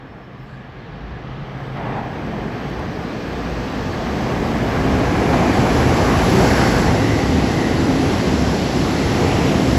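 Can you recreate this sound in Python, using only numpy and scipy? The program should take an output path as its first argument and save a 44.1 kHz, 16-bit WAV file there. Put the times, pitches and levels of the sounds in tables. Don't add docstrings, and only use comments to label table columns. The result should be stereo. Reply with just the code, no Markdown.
import sys
import numpy as np
from scipy import signal
from scipy.fft import rfft, irfft, next_fast_len
from scipy.io import wavfile
from scipy.ndimage import uniform_filter1d

SR = 44100
rng = np.random.default_rng(int(sys.argv[2]) if len(sys.argv) > 2 else 0)


def inscribe(sig):
    pcm = np.round(np.clip(np.atleast_2d(sig).T, -1, 1) * 32767)
    wavfile.write(sys.argv[1], SR, pcm.astype(np.int16))


N = 431298
BEHIND_S, BEHIND_BLEND_S = 6.98, .2
MOUTH_S, MOUTH_BLEND_S = 3.8, .28
DEEP_UNTIL_S, DEEP_BLEND_S = 2, .05


def amp(db):
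    return 10 ** (np.asarray(db) / 20)


def unit_rms(x):
    return x / np.sqrt(np.mean(x ** 2) + 1e-20)


def curve(points, hz, column=1):
    points = np.array(points, float)
    return np.interp(np.log(hz + 1), np.log(points[:, 0] + 1), points[:, column])


def fader(points, t):
    return np.interp(t, *np.transpose(points))


def step(t, centre_s, blend_s):
    return .5 + .5 * np.tanh((t - centre_s) / blend_s / 2)


def add(mix, start_s, sound):
    part = mix[:, round(start_s * SR):][:, :sound.shape[-1]]
    part += sound[..., :part.shape[-1]]


def bell(hz, centre_hz, width_hz):
    return 1 / (1 + ((hz - centre_hz) / width_hz) ** 2 * 2) ** 2


def at_level(power, db):
    return power / (power.sum(-1, keepdims=True) + 1e-20) * amp(db) ** 2


def grid(size):
    hop = size // 4
    return np.arange(N // hop + 3)[:, None] * hop / SR, np.fft.rfftfreq(size, 1 / SR)


def doppler(t, speed_m_s=26, passing_s=6.28, distance_m=18):
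    along_m = speed_m_s * (t - passing_s)
    return 1 / (1 + speed_m_s / 343 * along_m / np.hypot(along_m, distance_m))


# time_s, level_db
ROAR_RIDE = [(0, -27), (.5, -27.5), (1, -23), (1.7, -19), (2.35, -14), (3, -14.5), (3.7, -12.5),
             (4.5, -7.5), (5.4, -3), (6, -2.5), (6.42, -1.5), (7.3, -5), (8.1, -4.5), (8.65, -5.5),
             (9.3, -3.5), (9.78, -3.5)]
def layer_db(t, db, slope, behind_db, rush_db, rush_s=1.762, rise_s=.008, hold_s=.19, fade_s=.056):
    age = t - rush_s
    rush = np.clip(age / rise_s, 0, 1) * np.exp(-np.maximum(age - hold_s, 0) / fade_s)
    behind = step(t, BEHIND_S, BEHIND_BLEND_S)
    return db + slope * fader(ROAR_RIDE, t) + behind_db * behind + rush_db * rush


# freq_hz, far_correlation, near_correlation
STEREO_IMAGE = [(60, .98, 0.96), (166, 0.99, 0.95), (320, 0.94, 0.66), (500, 0.91, 0.052),
                (850, 0.73, 0.021), (1300, 0.12, -0.32), (1700, 0.73, -0.17), (2240, 1, 0.58),
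                (3500, 1, 0.72), (6250, 1, 0.63), (6900, 1, 1)]
def hall_noise(power, t, hz, flicker_db, fill_s=2.6, fill_rise_s=5.2, hiss_lean_db=3):
    a, b, c, d, flicker = rng.standard_normal((5,) + power.shape, dtype=np.float32)
    flicker = unit_rms(uniform_filter1d(uniform_filter1d(flicker, size=6, axis=0), size=24, axis=1))
    treble = np.interp(hz, [1700, 2300], [0, 1])
    wide = step(t, 4.61, blend_s=.042) * (1 - step(t, 8.33, blend_s=.042))
    spread = (1 - treble) * np.clip((t - fill_s) / fill_rise_s, 0, 1) + treble * wide
    far, near = curve(STEREO_IMAGE, hz), curve(STEREO_IMAGE, hz, column=2)
    correlation = np.clip((1 - spread) * far + spread * near, -.5, 1)
    lean = amp(hiss_lean_db / 2 * wide * np.interp(hz, [2100, 2700, 5530, 6500], [0, 1, 1, 0]))
    left = a + 1j * b
    right = correlation * left + np.sqrt(1 - correlation ** 2) * (c + 1j * d)
    gain = np.sqrt(2 * power / (1 + correlation)) * amp(flicker_db * flicker)
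    spectra = np.array([left * lean, right / lean]) * gain
    size = 2 * (len(hz) - 1)
    return signal.istft(spectra, nperseg=size, noverlap=size * 3 // 4, time_axis=1, freq_axis=2)[1][:, :N]


# freq_hz, gain_db
GROUND_EQ = [(20, -42), (30, -30), (42, -17), (54, -7), (78, 6.5), (100, -3), (135, -21), (300, -80)]
TUNNEL_GROUND_EQ = [(20, -30), (32, -14), (42, 16), (50, 22), (62, 22), (80, 17), (120, -39)]
def ground(t, hz, blend_before=.5, blend_after=.038):
    inside = blend_before + (blend_after - blend_before) * step(t, MOUTH_S, MOUTH_BLEND_S)
    colour = inside * amp(curve(TUNNEL_GROUND_EQ, hz)) ** 2
    colour += (1 - inside) * amp(curve(GROUND_EQ, hz)) ** 2
    return at_level(colour, layer_db(t, db=-20.5, slope=1, behind_db=-3, rush_db=-7))


# freq_hz, gain_db
SLEEPER_EQ = [(60, -39), (95, -2), (118, -2), (150, 0), (215, -1), (270, -1.5), (340, -4.5), (440, -8),
              (620, -18.5), (1500, -88)]
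def sleepers(t, hz, screened_db=-3, heave_db=.44, first_bogie_s=6.41, bogie_gap_s=.48):
    deep = 1 - step(t, DEEP_UNTIL_S, DEEP_BLEND_S)
    bogies = (t - first_bogie_s) / bogie_gap_s
    heave = np.cos(2 * np.pi * bogies) * (bogies > -.5)
    db = layer_db(t, db=-13.5, slope=.87, behind_db=.76, rush_db=5.5)
    return at_level(amp(curve(SLEEPER_EQ, hz)) ** 2, db + screened_db * deep + heave_db * heave)


# pitch_hz, width_hz, gain_db
TUNNEL_MODES = [(48.4, 9.7, -3), (131.7, 23, -0.5), (180, 48, -7.5)]
def tunnel_drone(t, hz, over_roar_db=-12, drop_db=-8.5):
    colour = sum(amp(db) ** 2 * bell(hz, pitch, width) for pitch, width, db in TUNNEL_MODES)
    db = fader(ROAR_RIDE, t) + over_roar_db + drop_db * step(t, DEEP_UNTIL_S, DEEP_BLEND_S)
    return at_level(colour, db) * (1 - step(t, MOUTH_S, MOUTH_BLEND_S))


# pitch_hz, width_hz, over_roar_db
LOW_HUM_LINES = [(85, 6.8, -25), (119.4, 11, -24.5), (276, 29, -24), (369, 34, -27)]
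def low_hum(t, hz):
    roar_db = fader(ROAR_RIDE, t)
    lines = sum(at_level(bell(hz, pitch, width), roar_db + db) for pitch, width, db in LOW_HUM_LINES)
    return lines * step(t, MOUTH_S, MOUTH_BLEND_S)


def rumble(steadiness=.46):
    t, hz = grid(size=4096)
    power = ground(t, hz) + sleepers(t, hz) + tunnel_drone(t, hz) + low_hum(t, hz)
    sound = hall_noise(power, t, hz, flicker_db=.9)
    expected = np.interp(np.arange(N) / SR, t[:, 0], power.sum(1))
    swells = uniform_filter1d(uniform_filter1d((sound ** 2).mean(0) / expected, size=5000), size=2500)
    return sound * (swells / swells.mean()) ** (-steadiness / 2)


# freq_hz, gain_db
RAIL_EQ = [(250, -34), (400, -3.5), (480, 1.5), (580, -2), (700, 0.5), (810, -0.5), (930, -4.5),
           (1170, -10), (1500, -17.5), (3500, -83)]
# pitch_hz, width_hz, level_db
SHIMMER_MODES = [(8200, 370, -54.5), (9640, 130, -61.5), (11940, 600, -60), (13000, 600, -68),
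                 (14950, 600, -68)]
# time_s, gain_db
SHIMMER_RIDE = [(0, -24), (1.3, -24), (1.6, -11), (2.2, -8), (3.4, -1.5), (4.8, 5), (6, -6), (7, -20)]
def rails(t, hz):
    roar_db = layer_db(t, db=-17, slope=.99, behind_db=-3, rush_db=4.5)
    ride_db = fader(SHIMMER_RIDE, t)
    shimmer = sum(at_level(bell(hz, pitch, width), ride_db + db) for pitch, width, db in SHIMMER_MODES)
    return at_level(amp(curve(RAIL_EQ, hz)) ** 2, roar_db) + shimmer


# rest_pitch_hz, width_hz, boost_db
WHEEL_MODES = [(1520, 130, 1.5), (2260, 330, 2), (5000, 610, -1)]
def wheel_ring(t, hz):
    return amp(sum(db * bell(hz, pitch * doppler(t), width) for pitch, width, db in WHEEL_MODES))


# freq_hz, gain_db
WHEEL_EQ = [(700, -13), (1100, 3), (1350, 0), (1700, 2), (2100, -1), (2600, -8.5), (3100, -8),
            (4200, -20.5), (9000, -63)]
def wheels(t, hz):
    colour = amp(curve(WHEEL_EQ, hz)) * wheel_ring(t, hz)
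    return at_level(colour ** 2, layer_db(t, db=-23, slope=.82, behind_db=-2.5, rush_db=4))


# freq_hz, gain_db
HISS_EQ = [(1500, -12), (2600, 4), (3200, 0.5), (3900, 1), (4600, 1.5), (5500, -0.5), (6700, -6),
           (8300, -7), (10500, -13), (12500, -16), (14500, -23), (16000, -40)]
# time_s, level_db
HISS_RIDE = [(0, -60.5), (1, -54.5), (2.1, -48), (3.05, -42), (4.2, -37), (4.7, -37.3), (5.65, -31),
             (6.15, -29.5), (6.43, -27), (6.52, -27.6), (6.64, -27), (6.95, -30.5), (7.7, -31.5),
             (8.3, -30.5), (9.78, -29.5)]
def contact_hiss(t, hz, far_shelf_db=-6, shelf_hz=6400, near_s=4.7):
    tilt_db_per_octave = 5 + .61 * fader(ROAR_RIDE, t) - 2 * step(t, BEHIND_S, BEHIND_BLEND_S)
    shelf_db = far_shelf_db * (1 - step(t, near_s, blend_s=.74)) * np.clip((hz - shelf_hz) / 900, 0, 1)
    air = amp(shelf_db + tilt_db_per_octave * np.log2(np.maximum(hz / 4000, 1)))
    colour = amp(curve(HISS_EQ, hz)) * wheel_ring(t, hz) * air
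    return at_level(colour ** 2, fader(HISS_RIDE, t))


# freq_hz, gain_db
FIZZ_EQ = [(3000, -4), (6000, 2), (8000, -2), (10000, -10), (12500, -2), (15000, -7), (16000, -25)]
def fizz(hz, level_db=-72):
    return at_level(amp(curve(FIZZ_EQ, hz)) ** 2, level_db)


def whistle(pitch_hz=5319, width_hz=15, level_db=-72.5, hold_s=.45, fade_s=.16):
    band = np.sqrt(bell(np.fft.rfftfreq(N, 1 / SR), pitch_hz, width_hz))
    tone = unit_rms(irfft(rfft(rng.standard_normal(N)) * band, N))
    return amp(level_db) * tone * np.exp(-np.maximum(np.arange(N) / SR - hold_s, 0) / fade_s)


# peak_s, half_length_s, rest_pitch_hz, width_hz, level_db
STEEL_NOTES = [(.25, .4, 1070, 75, -53), (.85, .4, 1560, 110, -52), (1.35, 0.56, 2830, 1000, -53.5),
               (1.552, .25, 1170, 80, -47), (1.86, .11, 1820, 130, -43), (1.95, .11, 740, 200, -33),
               (4, 1, 1080, 75, -43), (4.668, 0.096, 620, 42, -28), (5.39, 0.069, 646, 42, -23.5),
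               (5.4, 0.44, 2200, 260, -36), (6.108, .06, 1100, 110, -26.5), (6, .5, 1600, 450, -34),
               (7.13, 0.17, 2080, 180, -30.5), (7.6, 0.16, 2100, 170, -33), (8.05, .12, 2100, 240, -36),
               (9.45, .3, 780, 300, -28.5), (8.45, .12, 5950, 400, -42), (8.72, .12, 4880, 330, -45),
               (9.126, 0.13, 2130, 298, -33.5), (9.38, .2, 2400, 750, -33.5), (9.5, .3, 3150, 400, -41)]
# rest_pitch_hz, width_hz, level_db
BOGIE_MODES = [(817, 30, -27.5), (1600, 330, -25), (2050, 290, -30), (4750, 330, -39), (5600, 300, -38.5)]
def singing_steel(t, hz, bogie_s=6.64, bogie_half_length_s=.2):
    power = np.zeros((len(t), len(hz)))
    bogie_notes = [(bogie_s, bogie_half_length_s, *mode) for mode in BOGIE_MODES]
    for peak_s, half_length_s, pitch, width, db in [*STEEL_NOTES, *bogie_notes]:
        near = (hz > pitch / 2) & (hz < pitch * 2)
        band = at_level(bell(hz[near], pitch * doppler(t), width), db)
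        power[:, near] += band * np.exp(-((t - peak_s) / half_length_s) ** 2)
    return power


def rolling():
    t, hz = grid(size=2048)
    power = rails(t, hz) + wheels(t, hz) + contact_hiss(t, hz) + fizz(hz) + singing_steel(t, hz)
    return hall_noise(power, t, hz, flicker_db=.8)


# peak_s, half_length_s, pitch_hz, width_hz, level_db
SCUFFS = [(.19, .05, 14600, 700, -84), (.43, .04, 14600, 700, -73), (.52, .087, 4450, 400, -64),
          (.52, 0.098, 8000, 2500, -69)]
def scuffs():
    size = next_fast_len(N)
    out, t, hz = np.zeros(N), np.arange(N) / SR, np.fft.rfftfreq(size, 1 / SR)
    for peak_s, half_length_s, pitch, width, db in SCUFFS:
        hiss = irfft(rfft(rng.standard_normal(size)) * np.sqrt(bell(hz, pitch, width)))[:N]
        out += amp(db) * unit_rms(hiss) * np.exp(-((t - peak_s) / half_length_s) ** 2)
    return out


def low_swell(peak_s, half_length_s, pitch_hz, db, waver_hz, waver_s=.04):
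    t = np.arange(max(peak_s - 3 * half_length_s, 0), min(peak_s + 3 * half_length_s, N / SR), 1 / SR)
    waver = np.interp(t, peak_s + waver_s * np.arange(-60, 60), rng.standard_normal(120))
    turns = np.cumsum(pitch_hz * doppler(t) + waver_hz * waver) / SR + rng.random()
    stereo_phase = rng.standard_normal() * pitch_hz / 380 * np.array([[.5], [-.5]])
    envelope = amp(db) * np.sqrt(2) * np.exp(-((t - peak_s) / half_length_s) ** 2 / 2)
    return t[0], envelope * np.sin(2 * np.pi * turns + stereo_phase)


# peak_s, half_length_s, rest_pitch_hz, level_db
HUM_SWELLS = [(.38, 0.1, 122, -40), (1.33, .09, 124, -33), (1.7, .25, 126, -35), (2.369, .11, 202, -32.5),
              (4.25, .1, 118, -29), (4.28, .08, 246, -29), (4.55, .1, 205, -27), (4.901, 0.11, 247, -25),
              (5.386, 0.066, 235, -23), (5.804, 0.079, 122, -23), (6.389, .05, 385, -19.5),
              (6.39, 0.049, 170, -21.5), (6.881, .05, 470, -25), (7.349, .06, 275, -22.5),
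              (7.053, .09, 116, -21), (7.703, .3, 345, -26), (7.93, .1, 279, -22.5), (8.358, .11, 274, -22),
              (8.618, .12, 412, -30.5), (9.053, .2, 275, -31), (9.497, .2, 280, -27.5)]
def hum_swells():
    out = np.zeros((2, N))
    for swell in HUM_SWELLS:
        add(out, *low_swell(*swell, waver_hz=6.08))
    return out


# peak_s, rest_pitch_hz, level_db
AIR_BOOMS = [(1.08, 45.8, -32), (2.8, 57.5, -33), (3.52, 49.8, -28.5), (3.85, 85.5, -31), (4.45, 51.9, -29),
             (4.9, 68.4, -26.5), (5.849, 79.7, -22.5), (7.38, 77, -22.5), (8.42, 76, -21),
             (9.76, 74.7, -22)]
def air_booms(half_length_s=.08):
    out = np.zeros((2, N))
    for peak_s, pitch, db in AIR_BOOMS:
        add(out, *low_swell(peak_s, half_length_s, pitch, db, waver_hz=9.4))
    return out


# start_s, boom_db, crack_db
JOINT_HITS = [(1.769, -30, -37), (1.85, -27, -45), (1.96, -27, -38), (2.33, -30, -55), (2.78, -31, -55),
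              (5.333, -22, -18), (5.415, -30, -28), (6.402, -18.5, -23), (6.88, -24.5, -25),
              (7.137, -31, -36), (7.36, -26.5, -35), (7.875, -34, -38), (7.995, -31, -35), (8.28, -36, -39)]
# freq_hz, gain_db
BOOM_EQ = [(40, -2), (130, 18), (300, 1), (550, -1), (690, 11.5), (850, 8.5), (1300, -6), (2000, -17),
           (3500, -29), (6000, -32), (15000, -62)]
CRACK_EQ = [(150, -14), (400, -1), (900, 7), (1600, -1.5), (2600, -15), (4300, -12), (6000, -24),
            (15000, -45)]
# freq_hz, t60_s
HALL_DECAY = [(100, 1.1), (1000, 1.13), (4000, 0.42), (12000, .25)]
def rail_joints(crack_decay_s=.014, boom_rise_s=.0031, width=.12):
    out, age = np.zeros((2, N)), np.arange(SR) / SR
    crack_colour = amp(curve(CRACK_EQ, np.fft.rfftfreq(SR, 1 / SR)))
    for start_s, boom_db, crack_db in JOINT_HITS:
        mid, side, contact = rng.standard_normal((3, SR))
        hz, t, spectra = signal.stft([mid + width * side, mid - width * side], SR, nperseg=512)
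        tail = np.exp(-np.log(1000) * t / curve(HALL_DECAY, hz)[:, None])
        spectra *= unit_rms(amp(curve(BOOM_EQ, hz)))[:, None] * tail
        boom = signal.istft(spectra, SR, nperseg=512)[1][:, :SR] * (1 - np.exp(-age / boom_rise_s))
        crack = unit_rms(irfft(rfft(contact) * crack_colour, SR)) * np.exp(-age / crack_decay_s)
        add(out, start_s, amp(boom_db) * boom + amp(crack_db) * crack)
    return out


# start_s, gain_db, decay_s
TICKS = [(2.701, -36, 0.0011), (2.795, -45, .005)]
def ticks(band_hz=(6500, 13000)):
    out, age = np.zeros((2, N)), np.arange(SR // 20) / SR
    band = signal.butter(1, band_hz, "band", fs=SR, output="sos")
    for start_s, db, decay_s in TICKS:
        snap = rng.standard_normal(len(age)) * np.exp(-age / decay_s)
        add(out, start_s, amp(db) * signal.sosfilt(band, snap))
    return out


# freq_hz, gain_db
BOW_WAVE_EQ = [(45, -18), (90, -12), (125, -2), (170, -3), (240, -9), (420, -13), (600, -30), (1200, -52),
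               (8000, -110)]
def bow_wave(start_s=6.29, rise_s=.061, fade_s=.34, gain_db=-17, width=.25):
    out, age = np.zeros((2, N)), np.arange(2 * SR) / SR
    colour = amp(curve(BOW_WAVE_EQ, np.fft.rfftfreq(len(age), 1 / SR)))
    mid, side = unit_rms(irfft(rfft(rng.standard_normal((2, len(age)))) * colour))
    surge = amp(gain_db) * np.minimum(age / rise_s, 1) * np.exp(-age / fade_s)
    add(out, start_s, surge * np.array([mid + width * side, mid - width * side]))
    return out


def scene():
    train = rumble() + hum_swells() + air_booms() + rolling() + rail_joints()
    return train + ticks() + whistle() + scuffs() + bow_wave()


# freq_hz, left_minus_right_db
BALANCE = [(60, 2.2), (600, 2), (900, 1.2), (1400, -1.5), (2000, 0.2), (2900, 0.36), (6800, -0.5)]
# freq_hz, phase_half_turns
TREBLE_PHASE = [(7400, 0), (8450, 1), (9500, 1), (10400, 2), (11500, 2), (12600, 3), (13700, 3), (14400, 4)]
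def record(dry, low_cut_hz=36, high_cut_hz=15800):
    size = next_fast_len(N + 4096)
    hz = np.fft.rfftfreq(size, 1 / SR)
    lean = amp(curve(BALANCE, hz) / 2)
    sides = np.array([lean, np.exp(1j * np.pi * curve(TREBLE_PHASE, hz)) / lean])
    low_cut = 1 / np.sqrt(1 + (low_cut_hz / (hz + 1)) ** 6)
    heard = irfft(rfft(dry, size) * sides * low_cut, size)[:, :N]
    clipped = heard / (1 + abs(heard) ** 8) ** (1 / 8)
    high_cut = signal.firwin(511, high_cut_hz, window=("kaiser", 9), fs=SR)
    return signal.oaconvolve(clipped, high_cut[None], "same")


dry = scene()
out = record(dry)
inscribe(out)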